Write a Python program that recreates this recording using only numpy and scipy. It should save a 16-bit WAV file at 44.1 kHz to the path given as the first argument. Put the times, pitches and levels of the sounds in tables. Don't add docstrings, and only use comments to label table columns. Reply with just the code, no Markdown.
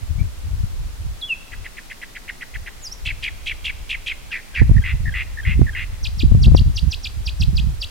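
import sys
import numpy as np
from scipy import signal
from scipy.fft import rfft, irfft
from scipy.io import wavfile
from scipy.ndimage import uniform_filter1d

SR = 44100
rng = np.random.default_rng(int(sys.argv[2]) if len(sys.argv) > 2 else 0)


def file_out(sig):
    cols = np.atleast_2d(sig).T
    lim = np.clip(cols, -1, 1)
    pcm = np.round(lim * 32767).astype(np.int16)
    wavfile.write(sys.argv[1], SR, pcm)


N = 348390
TIME = np.arange(N) / SR

# start_s, level_db
SLUR_CUES = [(4.315, -22.5), (4.548, -21)]
RASP_CUES = [(4.838, -28.5), (5.139, -28), (5.45, -29), (5.749, -29)]


def from_db(db):
    return 10 ** (np.asarray(db) / 20)


def rms_one(x):
    return x / np.sqrt(np.mean(x ** 2, axis=-1, keepdims=True) + 1e-20)


def along(rows, t):
    s, *columns = np.transpose(rows)
    return [np.interp(t, s, c) for c in columns]


def at_hz(points, hz):
    f, *columns = np.transpose(points)
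    return [np.interp(np.log(hz + 1e-9), np.log(f), c) for c in columns]


def butter(x, hz, kind, order=2):
    return signal.sosfilt(signal.butter(order, hz, kind, fs=SR, output="sos"), x)


def drift(hz):
    return rms_one(butter(rng.standard_normal(N), hz, "low"))


def add(track, start, sound):
    i = int(start * SR)
    track[i:i + len(sound)] += sound[:N - i]


def cycle(hz):
    return 2 * np.pi * np.cumsum(hz) / SR


def air(level_db=-44.0):
    # frequency_hz, relative_db
    colour = [(150, -0.5), (400, -6), (1200, -9), (4200, -12), (9000, -16.5), (16000, -22.5)]
    spectrum_db, = at_hz(colour, np.fft.rfftfreq(N, 1 / SR))
    white = rng.standard_normal((2, N))
    return from_db(level_db) * rms_one(irfft(rfft(white) * from_db(spectrum_db), N))


def flow_db(breeze_gain_db=7.0, attack_s=0.016, release_s=0.031):
    # time_s, relative_db
    breeze = [(0.0, -38), (0.68, -34), (1.1, -47.5), (2.24, -50.5), (3.7, -39), (4.51, -47.5),
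              (4.77, -28.5), (5.35, -36), (5.92, -34), (6.51, -21.5), (7.03, -38.5), (7.5, -29), (7.9, -40)]
    # start_s, length_s, level_db, left_over_right_db
    gusts = [(0.098, 0.14, -21.5, 15), (0.448, 0.19, -23, 7.5), (0.741, 0.13, -25, 0),
             (1.011, 0.098, -23.5, -0.5), (1.531, 0.1, -30, 8), (2.539, 0.086, -31, 0.5),
             (3.02, 0.12, -28.5, 4), (4.615, 0.17, -11.5, -3.5), (4.941, 0.18, -22, -1),
             (5.465, 0.12, -17.5, 2.5), (5.58, 0.047, -8.5, -6), (6.239, 0.46, -12.5, 1.5),
             (6.831, 0.026, -13.5, -20), (7.168, 0.074, -25, -5), (7.403, 0.29, -16.5, -5)]
    power = from_db(along(breeze, TIME)[0] + breeze_gain_db) ** 2
    for start, length, db, side_db in gusts:
        away = np.maximum((start - TIME) / attack_s, (TIME - start - length) / release_s)
        pan = from_db([[side_db], [-side_db]])
        power = power + from_db(db) ** 2 * pan / pan.mean() * np.exp(-2 * np.clip(away, 0, 20))
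    return 10 * np.log10(power)


def wind(gain_db=-0.5, lump_db=2.5, lump_hz=14, reference_db=-21.0):
    # frequency_hz, relative_db, extra_db_per_wind_db
    colour = [(15.6, -7, -0.98), (49.9, 10, 0.58), (91.4, 2, 0.73), (137.4, -12.5, 1.7), (262, -31.5, 1),
              (644, -53.5, 0.44)]
    port_db = flow_db() + lump_db * np.array([drift(lump_hz), drift(lump_hz)])
    white = rng.standard_normal((2, 2, N))
    edges_hz = np.geomspace(14, 1100, num=12)
    rumble = np.zeros((2, N))
    for k, (low, high) in enumerate(zip(edges_hz, edges_hz[1:])):
        band_db, brighten = at_hz(colour, np.sqrt(low * high))
        band = butter(white[k % 2], [low, high], "band", order=3)
        rumble += band * from_db(band_db + brighten * (port_db - reference_db))
    levelled = rumble / np.sqrt(uniform_filter1d(rumble ** 2, size=3000) + 1e-20)
    return levelled * from_db(port_db + gain_db)


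def syrinx(hz, db, second_db=-33, third_db=-40, edge_s=0.00016):
    phase, t = cycle(hz), np.arange(len(hz)) / SR
    gate = np.sin(np.pi / 2 * np.clip(np.minimum(t, t[-1] - t) / edge_s, 0, 1)) ** 2
    tone = np.sin(phase) + from_db(second_db) * np.sin(2 * phase) + from_db(third_db) * np.sin(3 * phase)
    return np.sqrt(2) * from_db(db) * gate * tone


def whistle(contour, quaver=0.0036, quaver_hz=130, second_db=-44):
    out = np.zeros(N)
    t = np.arange(contour[0][0], contour[-1][0], 1 / SR)
    hz, db = along(contour, t)
    vibrato = 1 + quaver * np.sin(2 * np.pi * quaver_hz * t)
    add(out, t[0], syrinx(hz * vibrato, db, second_db=second_db))
    return out


def far_bird():
    # time_s, pitch_hz, level_db
    contour = [(.165, 2140, -67), (.2, 2300, -42), (.235, 2350, -56)]
    return whistle(contour, quaver=0.034)


def buffets():
    # centre_s, peak_amplitude, swing_s, channel
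    hits = [(.215, 0.38, 0.0022, 0), (0.641, 0.38, 0.0021, 0), (4.619, 1.55, 0.0024, 1),
            (4.698, 0.85, 0.0027, 1), (4.716, 1.24, 0.0021, 0), (4.768, 0.97, .0018, 1),
            (5.595, 0.64, 0.00096, 1), (5.618, 1.28, 0.0014, 1), (6.236, 0.54, 0.00097, 1),
            (6.321, 1.16, 0.003, 0), (6.351, 1.1, 0.00171, 1), (6.482, 2.06, 0.00239, 0),
            (6.52, 1.42, 0.0025, 0), (6.549, 3.65, 0.00189, 0)]
    out = np.zeros((2, N))
    for centre, peak, swing_s, channel in hits:
        u = (TIME - centre) / swing_s
        out[round(channel)] += peak * u * np.exp((1 - np.minimum(u ** 2, 100)) / 2)
    return out


def whistles():
    # time_s, pitch_hz, level_db
    low_note = [(1.213, 4230, -39), (1.223, 3460, -28.5), (1.235, 3304, -26.5), (1.261, 3430, -34),
                (1.277, 3350, -42), (1.289, 2920, -31.5), (1.309, 2726, -18), (1.335, 2560, -20.5),
                (1.348, 2490, -49)]
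    high_note = [(2.822, 7200, -49), (2.838, 6860, -36), (2.858, 5420, -30.5), (2.876, 4820, -33),
                 (2.897, 5140, -66), (2.917, 5210, -36), (2.927, 5640, -27), (2.944, 6760, -57)]
    return whistle(low_note) + whistle(high_note, quaver=0.013, second_db=-17.0)


def rough_voice(gesture, cues, buzz_hz, swing_hz, octave_db, octave_fade_db_per_s=0):
    out = np.zeros(N)
    beat = cycle(buzz_hz * (1 + 0.54 * drift(313.8)))
    shake = drift(610)
    t = np.arange(gesture[0][0], gesture[-1][0], 1 / SR)
    hz, db, roughness = along(gesture, t)
    for start, level_db in cues:
        at = ((start + t) * SR).astype(int)
        tremolo = rms_one(1 + roughness * np.cos(beat[at] + 2.11))
        sung_hz = hz * rng.normal(1, 0.0212)
        wobble_hz = swing_hz * roughness * (np.cos(beat[at]) + .5 * shake[at])
        voice = syrinx(sung_hz + wobble_hz, db + level_db)
        octave = syrinx(2 * sung_hz, db + level_db + octave_db - octave_fade_db_per_s * t)
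        add(out, start + t[0], tremolo * voice + octave)
    return out


def ticks():
    # start_s, level_db
    cues = [(1.518, -26), (1.644, -26.5), (1.769, -26), (1.899, -24.5), (2.015, -24.5), (2.15, -24.5),
            (2.279, -21), (2.409, -22.5), (2.539, -23.5), (2.661, -23)]
    # offset_s, pitch_hz, relative_db, roughness (0-1)
    creak = [(.008, 1972, -14, 0.24), (.014, 2044, -2, 0.76), (.020, 1837, -4, 0.91), (.024, 1700, -13, .7),
             (.032, 2036, -9, 0.87)]
    # offset_s, pitch_hz, relative_db
    flick = [(0, 1760, -10), (.003, 2198, -10), (.009, 3330, -16.5), (.014, 2809, -42), (.021, 1900, 3),
             (.025, 1415, -4.5)]
    out = rough_voice(creak, cues, buzz_hz=489, swing_hz=408, octave_db=-30.0)
    hz, db = along(flick, np.arange(0, flick[-1][0], 1 / SR))
    for start, level_db in cues:
        add(out, start, syrinx(hz * rng.normal(1, 0.0249), db + level_db))
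    return out


def chirr_gesture(crest_s, length_s=0.069, top_hz=3083, end_hz=1852, bend=2.2):
    attack_s, release_s, edge_db = 0.013, 0.0096, -12
    warble_hz, swing_hz, dip_db, settled_s = 64.4, 546, 7.5, 0.0572
    t = np.arange(0, length_s, 1 / SR)
    age = t / length_s
    warbling = np.clip(np.minimum(t, settled_s - t) * warble_hz * 2, 0, 1)
    crest = np.cos(2 * np.pi * warble_hz * (t - crest_s))
    hz = top_hz + (end_hz - top_hz) * age ** bend + swing_hz * warbling * crest * (1 - age)
    closed = 1 - np.clip(np.minimum(t / attack_s, (length_s - t) / release_s), 0, 1)
    db = edge_db * closed - dip_db * age * warbling * (1 + crest)
    roughness = np.interp(age, [0, 1], [0.93, 0.53])
    return np.transpose([t, hz, db, roughness])


def chirrs(level_db=-21, crest_s=0.016, spit_db=-44, spit_s=0.012):
    starts_s = [3.052, 3.226, 3.46, 3.643, 3.892, 4.062]
    spit = sum(np.exp(-((TIME - start - crest_s) / spit_s) ** 2 / 2) for start in starts_s)
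    hiss = rms_one(butter(rng.standard_normal(N), [3300, 10500], "band"))
    voice = rough_voice(chirr_gesture(crest_s), [(start, level_db) for start in starts_s],
                        buzz_hz=565.4, swing_hz=330, octave_db=-21.0, octave_fade_db_per_s=332)
    return voice + from_db(spit_db) * spit * hiss


def lead_ins(cues, ahead_s, relative_db, pitch_hz=1600, length_s=0.019):
    out = np.zeros(N)
    hz = pitch_hz + np.linspace(40, -40, int(length_s * SR))
    for start, db in cues:
        add(out, start - ahead_s, syrinx(hz, db + relative_db, second_db=-14.0, edge_s=0.0061))
    return out


def duet(gesture, cues, throb_hz, quicken_s, crest_s, lag_rad, swing_hz, coupling, rasp, beak_hz):
    dip_db, shake_hz, throat_hz = 10, 120, 1350
    out, pace, grit = np.zeros(N), drift(25.7), drift(1070)
    low_shake, high_shake = shake_hz * drift(420), shake_hz * drift(420)
    t = np.arange(0, gesture[-1][0], 1 / SR)
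    low_hz, low_db, high_hz, high_db = along(gesture, t)
    friction = np.minimum(from_db(high_db - low_db), 1)
    for start, level_db in cues:
        at = ((start + t) * SR).astype(int)
        rate_hz = throb_hz * (1 + (t / quicken_s) ** 2 + 0.09 * pace[at])
        throb = cycle(rate_hz) - 2 * np.pi * throb_hz * crest_s
        low = low_hz - swing_hz * np.sin(throb) / 2 + low_shake[at]
        high = high_hz + swing_hz * np.cos(throb - lag_rad) + high_shake[at]
        pull_hz = coupling * friction * (high - low) * np.cos(cycle(high - low))
        lower = syrinx(low + pull_hz, level_db + low_db - dip_db * np.sin(throb / 2) ** 4)
        upper = syrinx(high + pull_hz, level_db + high_db, second_db=-25)
        add(out, start, (lower + upper) * (1 + rasp * friction * grit[at]))
    return butter(butter(out, throat_hz, "high", order=4), beak_hz, "low", order=4)


def slurs():
    # offset_s, lower_hz, lower_db, upper_hz, upper_db
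    gesture = [(0, 1997, -25, 2760, -9.5), (.013, 1929, -6.5, 2599, -4), (.028, 2010, -2, 2403, -6),
               (.055, 1880, -6.5, 2130, -7), (.088, 1647, -20, 1850, -22)]
    return duet(gesture, SLUR_CUES, throb_hz=78.2, quicken_s=0.0884, crest_s=0.0015, lag_rad=0,
                swing_hz=190, coupling=0.18, rasp=0.23, beak_hz=8000)


def pips(level_db=-21, pitch_hz=1790, fall_hz=340, length_s=0.012, first_db=-3.0):
    # start_s, count, spacing_s
    trills = [(4.763, 2, .014), (5.054, 4, .0113), (5.371, 3, .013), (5.665, 3, .0125)]
    out, age = np.zeros(N), np.linspace(0, 1, int(length_s * SR))
    for start, count, spacing in trills:
        for k in range(round(count)):
            hz = pitch_hz * rng.normal(1, 0.024) + fall_hz * (.5 - age)
            db = level_db + first_db * (k == 0) + rng.normal()
            add(out, start + k * spacing, np.sin(np.pi * age) * syrinx(hz, db))
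    return out


def rasps():
    # offset_s, lower_hz, lower_db, upper_hz, upper_db
    gesture = [(0, 1927, 3.5, 2779, -12.5), (.026, 2020, 3, 2621, -3), (.08, 2110, 1.5, 2620, -5),
               (.099, 2080, -11, 2630, -16)]
    return duet(gesture, RASP_CUES, throb_hz=88.46, quicken_s=0.098, crest_s=0.0041, lag_rad=2.5,
                swing_hz=212, coupling=0.34, rasp=0.72, beak_hz=3900)


def swoop_voice(hz, husk, second_db=-14, third_db=-20, purer_db_per_khz=7.5):
    sheen_db, sheen_hz, width_hz = -22.0, 13000, 1300
    phase = cycle(hz)
    reedy = from_db(-purer_db_per_khz * (hz - hz.min()) / 1000)
    octave = reedy * from_db(second_db) * np.sin(2 * phase)
    sheen = sum(np.exp(-((k * hz - sheen_hz) / width_hz) ** 2) * np.sin(k * phase) for k in range(2, 6))
    upper = reedy * from_db(third_db) * np.sin(3 * phase) + np.sqrt(reedy) * from_db(sheen_db) * sheen
    return np.sqrt(2) * (np.sin(phase) + octave + (1 + husk) * upper)


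def swoops(level_db=-27, swell_db=0.96, waver_hz=130, flutter_db=1.6, throat_hz=2450):
    # turn_s, top_hz, bottom_hz
    turns = [(6.062, 6110, 2420), (6.214, 5550, 2390), (6.4501, 5770, 2650), (6.585, 5880, 2756),
             (6.784, 6180, 2720), (6.936, 6050, 2514), (7.063, 5800, 2340), (7.285, 5850, 2440),
             (7.427, 5850, 2550), (7.589, 5390, 2486), (7.836, 5460, 2660)]
    lead_s, tail_s, attack_s, release_s = .034, 0.014, 0.017, 0.0041
    dive_s, climb_s, roundness = .0158, .0125, 2.2
    out, waver, flutter = np.zeros(N), drift(1080), drift(890)
    t = np.arange(-lead_s, tail_s, 1 / SR)
    envelope_db = np.interp(t, [t[0], t[0] + attack_s, t[-1] - release_s, t[-1]], [-21, 0, 0, -14])
    for k, (turn, top_hz, bottom_hz) in enumerate(turns):
        dive, climb = np.array([dive_s, climb_s]) * rng.normal(1, .06, 2)
        at = ((turn + t) * SR).astype(int)
        height = 1 - np.exp(-np.abs(t / np.where(t < 0, dive, climb)) ** roundness)
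        hz = bottom_hz + (top_hz - bottom_hz + waver_hz * waver[at]) * height
        db = level_db + swell_db * k / len(turns) + envelope_db + flutter_db * flutter[at]
        add(out, turn + t[0], from_db(db) * swoop_voice(hz, husk=waver[at] / 2))
    return butter(out, throat_hz, "high", order=4)


def scrub_echo(song, near_db=-17.5, near_s=0.049, far_db=-21, far_t60_s=1.0, build_s=0.15):
    t = np.arange(SR) / SR
    twigs, bushes = rng.standard_normal((2, 2, SR)) + rng.standard_normal((2, 1, SR))
    near = butter(twigs, 3000, "high") * np.exp(-t / near_s) * (t > .002)
    far = butter(bushes, 4200, "low") * from_db(-60 * t / far_t60_s) * (1 - np.exp(-t / build_s))
    response = (from_db(near_db) * rms_one(near) * 2 + from_db(far_db) * rms_one(far) / 2) / np.sqrt(SR)
    return signal.fftconvolve(song[None], response)[:, :N]


def mockingbird(throat_hz=2080, beak_hz=9000):
    # centre_hz, width_hz, depth (0-1, negative for a peak)
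    dips = [(2980, 130, 1), (3330, 75, -0.34), (3580, 120, 0.98), (4360, 114, 0.99), (4700, 190, -0.71),
            (5280, 74, 0.78)]
    song = whistles() + ticks() + chirrs() + pips() + swoops()
    song += lead_ins(SLUR_CUES, ahead_s=0.0096, relative_db=-8.0)
    song += lead_ins(RASP_CUES, ahead_s=0.021, relative_db=-1.5)
    song = butter(butter(song, throat_hz, "high", order=4), beak_hz, "low", order=1)
    song += slurs() + rasps()
    heard = song + scrub_echo(song)
    for hz, width_hz, depth in dips:
        heard = heard - depth * signal.lfilter(*signal.iirpeak(hz, hz / width_hz, fs=SR), heard)
    return heard


def scene():
    return mockingbird() + far_bird() + wind() + buffets() + air()


def record(dry, cutoff_hz=15950):
    clipped = np.clip(dry, -1, 1)
    return signal.sosfilt(signal.ellip(12, .05, 80, cutoff_hz, fs=SR, output="sos"), clipped)


dry = scene()
out = record(dry)
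file_out(out)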